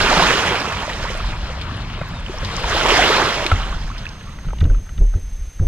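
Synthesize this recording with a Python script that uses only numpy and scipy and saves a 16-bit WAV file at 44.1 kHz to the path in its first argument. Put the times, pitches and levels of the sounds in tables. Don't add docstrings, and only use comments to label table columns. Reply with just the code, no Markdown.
import sys
import numpy as np
from scipy import signal
from scipy.fft import rfft, irfft, next_fast_len
from scipy.io import wavfile
from scipy.ndimage import uniform_filter1d

SR = 44100
rng = np.random.default_rng(int(sys.argv[2]) if len(sys.argv) > 2 else 0)


def master(y):
    cut = np.clip(np.atleast_2d(y).T, -1, 1)
    pcm = np.round(cut * 32767)
    wavfile.write(sys.argv[1], SR, pcm.astype(np.int16))


N = 250047
TIME = np.arange(N) / SR
SHORE_FADE_S, CAMERA_RISE_S = (3.65, 5.16), (2.9, 5.16)
ASHORE = np.interp(TIME, SHORE_FADE_S, [1, 0])
FFT_SIZE = next_fast_len(N)
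FFT_HZ = np.arange(FFT_SIZE // 2 + 1) * SR / FFT_SIZE + 1

def from_db(db):
    return 10 ** (np.asarray(db) / 20)

def unit_rms(x):
    return x / np.sqrt(np.mean(x ** 2) + 1e-20)

def in_time(points):
    return np.interp(TIME, *np.transpose(points))

def at_hz(points, hz):
    knots_hz, values = np.transpose(points)
    return np.interp(np.log(hz), np.log(knots_hz), values)

def band(x, low_hz, high_hz):
    sos = signal.butter(2, [low_hz, min(high_hz, SR / 2.2)], "band", fs=SR, output="sos")
    return signal.sosfilt(sos, x)

def brown(white):
    return signal.lfilter([1], [1, -.99], white)

def drift(rate_hz):
    r = np.exp(-80 * np.pi * rate_hz / SR)
    slow = signal.lfilter([1], [1, -2 * r, r * r], rng.standard_normal(N // 40 + 2002))[2000:]
    return np.interp(np.arange(N) / 40, np.arange(len(slow)), unit_rms(slow))

def ring(force, hz, t60):
    r, w = from_db(-60 / (t60 * SR)), 2 * np.pi * hz / SR
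    return signal.lfilter([0, np.sin(w)], [1, -2 * r * np.cos(w), r * r], force + 1e-18)

def add(out, start_s, sound):
    at = round(start_s * SR)
    out[..., at:at + sound.shape[-1]] += sound[..., :N - at]

# f/Hz, coherence/1
COHERENCE = [(200, .995), (700, .96), (1500, .87), (3000, .8), (6000, .55), (8000, .2), (12000, .15)]
def shore_pair(sound, other, hz, pan_db):
    alike = np.clip(at_hz(COHERENCE, hz), 0, 1)
    left = alike * np.roll(sound, 3) + np.sqrt(1 - alike ** 2) * other
    tilt = from_db(pan_db * np.clip(np.log2(hz / 150) / 2, 0, 1) / 2)
    return np.array([left * tilt, sound / tilt])

# f/Hz, left minus right level/dB
HOUSING_SHADOW = [(200, 0), (2500, 0.5), (4500, 2.5), (6500, -11), (8000, -19), (15000, -13)]
def shade_left(pair):
    tilt = from_db(at_hz(HOUSING_SHADOW, FFT_HZ) / 2)
    gains = np.array([tilt, 1 / tilt]) / np.sqrt((tilt ** 2 + tilt ** -2) / 2)
    return irfft(rfft(pair, FFT_SIZE) * gains, FFT_SIZE)[:, :N]

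# crest t/s, level/dB, crest rounding/s, ebb rate/(dB/s), backwash re crest/dB
BREAKERS = [(0.07, -15, 0.22, 27, -11.5), (3.028, -15.5, 0.3, 47.5, -18.5)]
def wave_envelope(hz, swell_db_per_s=55.5, backwash_db_per_s=5, backwash_rise_s=0.27):
    t, power = np.arange(0, N + 40, 40) / SR, 0
    lead_s = 0.023 * max(np.log2(hz / 1000), 0)
    bass_cut_db = 2.5 * np.clip(np.log2(900 / hz), 0, 1.2)
    swell = swell_db_per_s * (hz / 1000) ** -0.047
    for crest, db, rounding, ebb, backwash_db in BREAKERS:
        age = t - crest + lead_s
        slope = np.where(age < 0, swell, ebb * (hz / 1000) ** -0.061)
        surge = from_db(-slope * (np.hypot(age, rounding) - rounding))
        backwash = from_db(backwash_db - bass_cut_db - backwash_db_per_s * age)
        backwash *= np.clip(age / backwash_rise_s, 0, 1)
        power = power + from_db(db) ** 2 * (surge ** 2 + backwash ** 2)
    return np.interp(TIME, t, np.sqrt(power))

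# f/Hz, relative density level/dB
WATER_SPECTRUM = [(100, -34), (170, -12.5), (272, -14), (305, -7.5), (429, -5), (569, -6.5), (700, -1),
                  (862, -14.5), (947, -4), (1400, -4), (2050, -9), (3110, -9), (5580, -18), (6870, -27.5),
                  (12300, -47.5), (15500, -54)]
# t/s, left minus right level/dB
WATER_PAN = [(0, -4), (1.1, -3.5), (1.7, 3), (2.25, -0.5), (2.55, 1.5), (2.8, -3.5), (5, -3)]
def waves(bubbles_per_s=90, bubble_share=0.53, size_db=4.5, t60_cycles=24, patchy_db=2):
    pan_db, edges = in_time(WATER_PAN), 170 * 2 ** np.arange(0, 6.6, 1 / 3)
    white, surge, chance = rng.standard_normal((2, 2, N)), drift(11), rng.random(N)
    sizes = from_db(size_db * np.minimum(rng.exponential(1, N), 4)) * rng.choice([-1, 1], N)
    bands, mid_power = 0, 0
    for k, (low, high) in enumerate(zip(edges, edges[1:])):
        hz = np.sqrt(low * high)
        foam, other = band(white[k % 2], low, high) * np.sqrt(SR / 2 / (high - low))
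        births = sizes * (chance < bubbles_per_s * (hz / 1000) ** .8 / SR)
        pops = sum(ring(np.roll(births, rng.integers(N)), hz * tune, t60_cycles / hz)
                   for tune in (.93, 1, 1.08))
        share = np.clip(bubble_share * (1000 / hz) ** 0.052, 0, 1)
        water = np.sqrt(1 - share) * foam + np.sqrt(share) * unit_rms(pops)
        level = from_db(at_hz(WATER_SPECTRUM, hz)) * np.sqrt(high - low)
        mid_power += level ** 2 * (500 < hz < 3000)
        gain = level * wave_envelope(hz) * from_db(patchy_db * (0.39 * surge + drift(13.3)))
        bands = bands + gain * shore_pair(water, other, hz, pan_db)
    return bands / np.sqrt(mid_power)

# t/s, level/dB
DEEP_RUMBLE = [(0, -26), (.6, -41), (1.3, -22.5), (1.75, -33.5), (2.7, -26.5), (3.3, -33.5), (3.68, -26),
               (4.18, -39.5), (4.6, -20.5), (4.9, -27), (5.4, -25.5), (5.55, -40), (5.67, -15.5)]
def rumble(lumpy_db, wind_db=-32, lapping_db=-49):
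    white = rng.standard_normal((2, N + 9000))
    deep = unit_rms(band(white[0], 19.4, 50.6)[9000:])
    deep *= from_db(in_time(DEEP_RUMBLE) + lumpy_db * drift(3))
    low = unit_rms(band(brown(white[1]), 56.4, 213)[9000:]) * from_db(lumpy_db * drift(8.2))
    return deep + low * (from_db(wind_db) * ASHORE + from_db(lapping_db) * (1 - ASHORE))

# t/s, level/dB, f/Hz
BUBBLES = [(.127, -3.5, 940), (.169, -8.5, 174), (.199, -7, 720), (.218, -14.5, 170), (.222, -3, 973),
           (.51, -14.5, 378), (.715, -17, 1210), (.878, -14.5, 600), (1.039, -21, 545), (1.101, -19.5, 528),
           (1.149, -19, 626), (1.202, -16, 1250), (1.499, -23, 513), (1.693, -20.5, 1150),
           (1.768, -35, 9700), (2.086, -34, 12200), (2.202, -34, 8140), (2.263, -13.5, 2980),
           (2.295, -17.5, 366), (2.34, -22, 615), (2.385, -19, 5600), (2.429, -21.5, 530),
           (2.453, -26, 1040), (2.642, -10.5, 950), (2.747, -12, 555), (2.765, -7.5, 868),
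           (2.92, -6.5, 417), (2.991, -2, 725), (3.1, -4.5, 431), (3.453, -14.5, 350), (3.623, -19.5, 1283),
           (3.726, -16.5, 1150), (3.901, -18.5, 1100), (3.915, -22, 1300), (4.055, -18, 1720),
           (4.066, -10.5, 2550)]
def glugs():
    out, pan_db, t = np.zeros((2, N)), in_time(WATER_PAN), np.arange(4000) / SR
    for start, db, hz in BUBBLES:
        cycles = 14 * (hz / 1000) ** .4
        age = t * hz / cycles
        envelope = from_db(db - 30 * age) * np.minimum(age / 0.11, 1)
        glug = envelope * np.sin(2 * np.pi * hz * t * (0.989 + 0.036 * age))
        delayed = np.append(np.zeros(9), glug[:-9])
        add(out, start, shore_pair(glug, delayed, hz, pan_db[round(start * SR)]))
    return out

# t/s, initial level/dB, centre f/Hz, T60/s
SPRAY = [(0.721, -20, 1500, 0.1), (.77, -18.5, 2000, .02), (0.892, -23, 880, 0.25),
         (1.175, -29, 8850, .0064), (1.613, -25.5, 2980, 0.079), (2.447, -24.5, 4000, 0.064),
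         (2.565, -21, 5350, 0.028), (3.464, -10.5, 3130, 0.033), (3.98, -29, 4170, 0.084),
         (4.054, -24, 3500, .015), (4.09, -24.5, 4470, .017)]
def splashes():
    out, t = np.zeros((2, N)), np.arange(3000) / SR
    for start, db, hz, t60 in SPRAY:
        octaves = 2.5 * (hz / 1000) ** -0.93
        edge = 2 ** (octaves / 2)
        spray = unit_rms(band(rng.standard_normal((2, len(t))), hz / edge, hz * edge))
        envelope = from_db(db - 60 * t / t60) * np.minimum(t / 0.00072, 1)
        add(out, start, shore_pair(*(envelope * spray), hz, pan_db=-1.1))
    return out

# start t/s, end t/s, start f/Hz, end f/Hz, level/dB
GULL_CALLS = [(1.951, 2.056, 2720, 2370, -43), (1.965, 2.058, 3860, 3630, -47),
              (2.134, 2.2, 3830, 3580, -43.5)]
def gull():
    out = np.zeros(N)
    for start, end, start_hz, end_hz, db in GULL_CALLS:
        count = round((end - start) * SR)
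        phase = 2 * np.pi * np.cumsum(np.linspace(start_hz, end_hz, count)) / SR
        add(out, start, from_db(db) * np.hanning(count) ** 0.25 * np.sin(phase))
    return out * from_db(3.3 * drift(60))

# f/Hz, T60/s
MOUNT_MODES = [(37.7, 0.7), (88, 0.12), (150, 0.086)]
# t/s, sway level/dB, shake level/dB, slap level/dB
BLOWS = [(2.013, -38, -22, -14.5), (3.52, -12, -1.5, -25), (3.747, -15, -29, -48), (3.84, -15, -26, -20),
         (4.467, -17, -35, -14.5), (4.614, -38, 0, -8), (4.64, -7, -2.5, -20), (4.661, -20, -21, -14),
         (4.694, -4, -8, -33), (4.788, -25, -19, -36), (4.976, -15, -14, -20.5), (5.002, -1.5, -11.5, -17),
         (5.149, -34, -6, -18), (5.598, -16, -4.5, -9.5), (5.618, -16, -4, -29)]
def thumps(stilled_s=0.046):
    out, t = np.zeros(N), np.arange(SR // 2) / SR
    next_starts = [blow[0] for blow in BLOWS[1:]] + [N / SR]
    for (start, *levels), following in zip(BLOWS, next_starts):
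        stilled = np.clip(1 - (t + start - following) / stilled_s, 0, 1)
        for db, (hz, t60) in zip(levels, MOUNT_MODES):
            pulse = np.hanning(round(SR / hz * .6))
            force = np.pad(pulse / pulse.sum(), (0, len(t) - len(pulse)))
            add(out, start, from_db(db) * stilled * ring(force, hz, t60))
    return out

def slosh(band_hz=(184, 600), t60=0.19, re_blow_db=-26.5):
    kicks = np.zeros(N)
    for start, *levels in BLOWS:
        kicks[round(start * SR)] = from_db(max(levels) + re_blow_db)
    decay = signal.lfilter([1], [1, -from_db(-60 / (t60 * SR))], kicks)
    envelope = uniform_filter1d(decay, size=600, origin=299)
    return envelope * unit_rms(band(brown(rng.standard_normal(N)), *band_hz))

# f/Hz, relative level/dB, T60/s
HULL_MODES = [(580, 24.5, 0.0093), (880, 6, 0.011), (1330, 2.5, 0.031), (1511, 0, 0.032), (1917, -4, 0.031),
              (2380, 2, 0.011), (2916, 5, 0.012), (3540, -3, 0.013), (3650, 3, 0.0097), (4830, -15, .01)]
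# t/s, peak level/dB, favoured f/Hz
GEAR_STRIKES = [(2.013, -15, 1030), (3.515, -3, 1260), (4.385, -28, 1500), (4.446, -32, 1180),
                (4.484, -27.5, 1930), (4.504, -29, 1520), (4.531, -21, 696), (4.584, -31, 2400),
                (4.604, -24.5, 3560), (4.61, -24, 1930), (4.639, -30.5, 3280), (4.651, -28.5, 1850),
                (4.698, -29.5, 1380), (4.745, -30, 1350), (4.866, -37, 1330), (4.89, -32, 1650),
                (4.976, -31.5, 3500), (4.981, -34, 1810), (5.137, -31.5, 1250), (5.593, -30.5, 1400)]
def knocks(reach_octaves=0.47):
    out, t = np.zeros(N), np.arange(3000) / SR
    hz, mode_db, t60 = np.transpose(HULL_MODES)[:, :, None]
    scatter = 1.6 * rng.standard_normal((len(GEAR_STRIKES), len(HULL_MODES), 1))
    for (start, db, favoured_hz), scatter_db in zip(GEAR_STRIKES, scatter):
        coupling_db = -6 * (np.log2(hz / favoured_hz) / reach_octaves) ** 2
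        envelopes = from_db(mode_db + coupling_db + scatter_db - 60 * t / t60)
        modes = np.sum(envelopes * np.sin(2 * np.pi * hz * t), axis=0)
        rattle = rng.standard_normal(300) * np.hanning(300) * 0.13
        rattle[0] = 1
        attack = np.minimum(t / 0.00091, 1)
        knock = attack * np.convolve(modes, rattle)[:len(t)]
        add(out, start, from_db(db) * knock / np.abs(knock).max())
    return out

# f/Hz, relative density level/dB
HISS_SPECTRUM = [(100, -10), (170, -10), (500, -4.5), (1000, -10), (1940, -6), (5000, -15), (6300, -10.5),
                 (7000, -17), (8500, -18), (15500, -27)]
# f/Hz, rms level/dB
WHINE_LINES = [(6266, -77), (6293, -51.5), (6325, -63), (6352, -71), (6385, -63), (12618, -76)]
def camera(hiss_db=-50.5, blip_db=-51, blip_hz=8570, blip_s=.009, frames_per_s=29.97):
    spectrum = rfft(rng.standard_normal(FFT_SIZE)) * from_db(at_hz(HISS_SPECTRUM, FFT_HZ))
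    hiss = from_db(hiss_db) * unit_rms(irfft(spectrum, FFT_SIZE)[:N])
    whine = 0
    for hz, db in WHINE_LINES:
        amplitude = np.sqrt(2) * from_db(db + 0.55 * drift(16))
        whine += amplitude * np.sin(2 * np.pi * hz * TIME + 1.13 * drift(13))
    frame_age = (TIME - .022) % (1 / frames_per_s)
    gate = np.sin(np.pi * np.minimum(frame_age / blip_s, 1)) ** 2
    blips = gate * np.sin(2 * np.pi * blip_hz * TIME) * from_db(blip_db + 1.9 * drift(18))
    return hiss + whine + blips

def scene():
    water = shade_left(waves() + glugs() + splashes())
    port_wind = from_db(-25) * rumble(lumpy_db=-3.5) * [[1], [-1]]
    mono = gull() + rumble(lumpy_db=2.5) + thumps() + slosh() + knocks()
    return (water + port_wind) * ASHORE + mono + camera() * np.interp(TIME, CAMERA_RISE_S, [0, 1])

def record(dry):
    return signal.sosfilt(signal.cheby2(12, 70, 16000, fs=SR, output="sos"), np.clip(dry, -1, 1))

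dry = scene()
out = record(dry)
master(out)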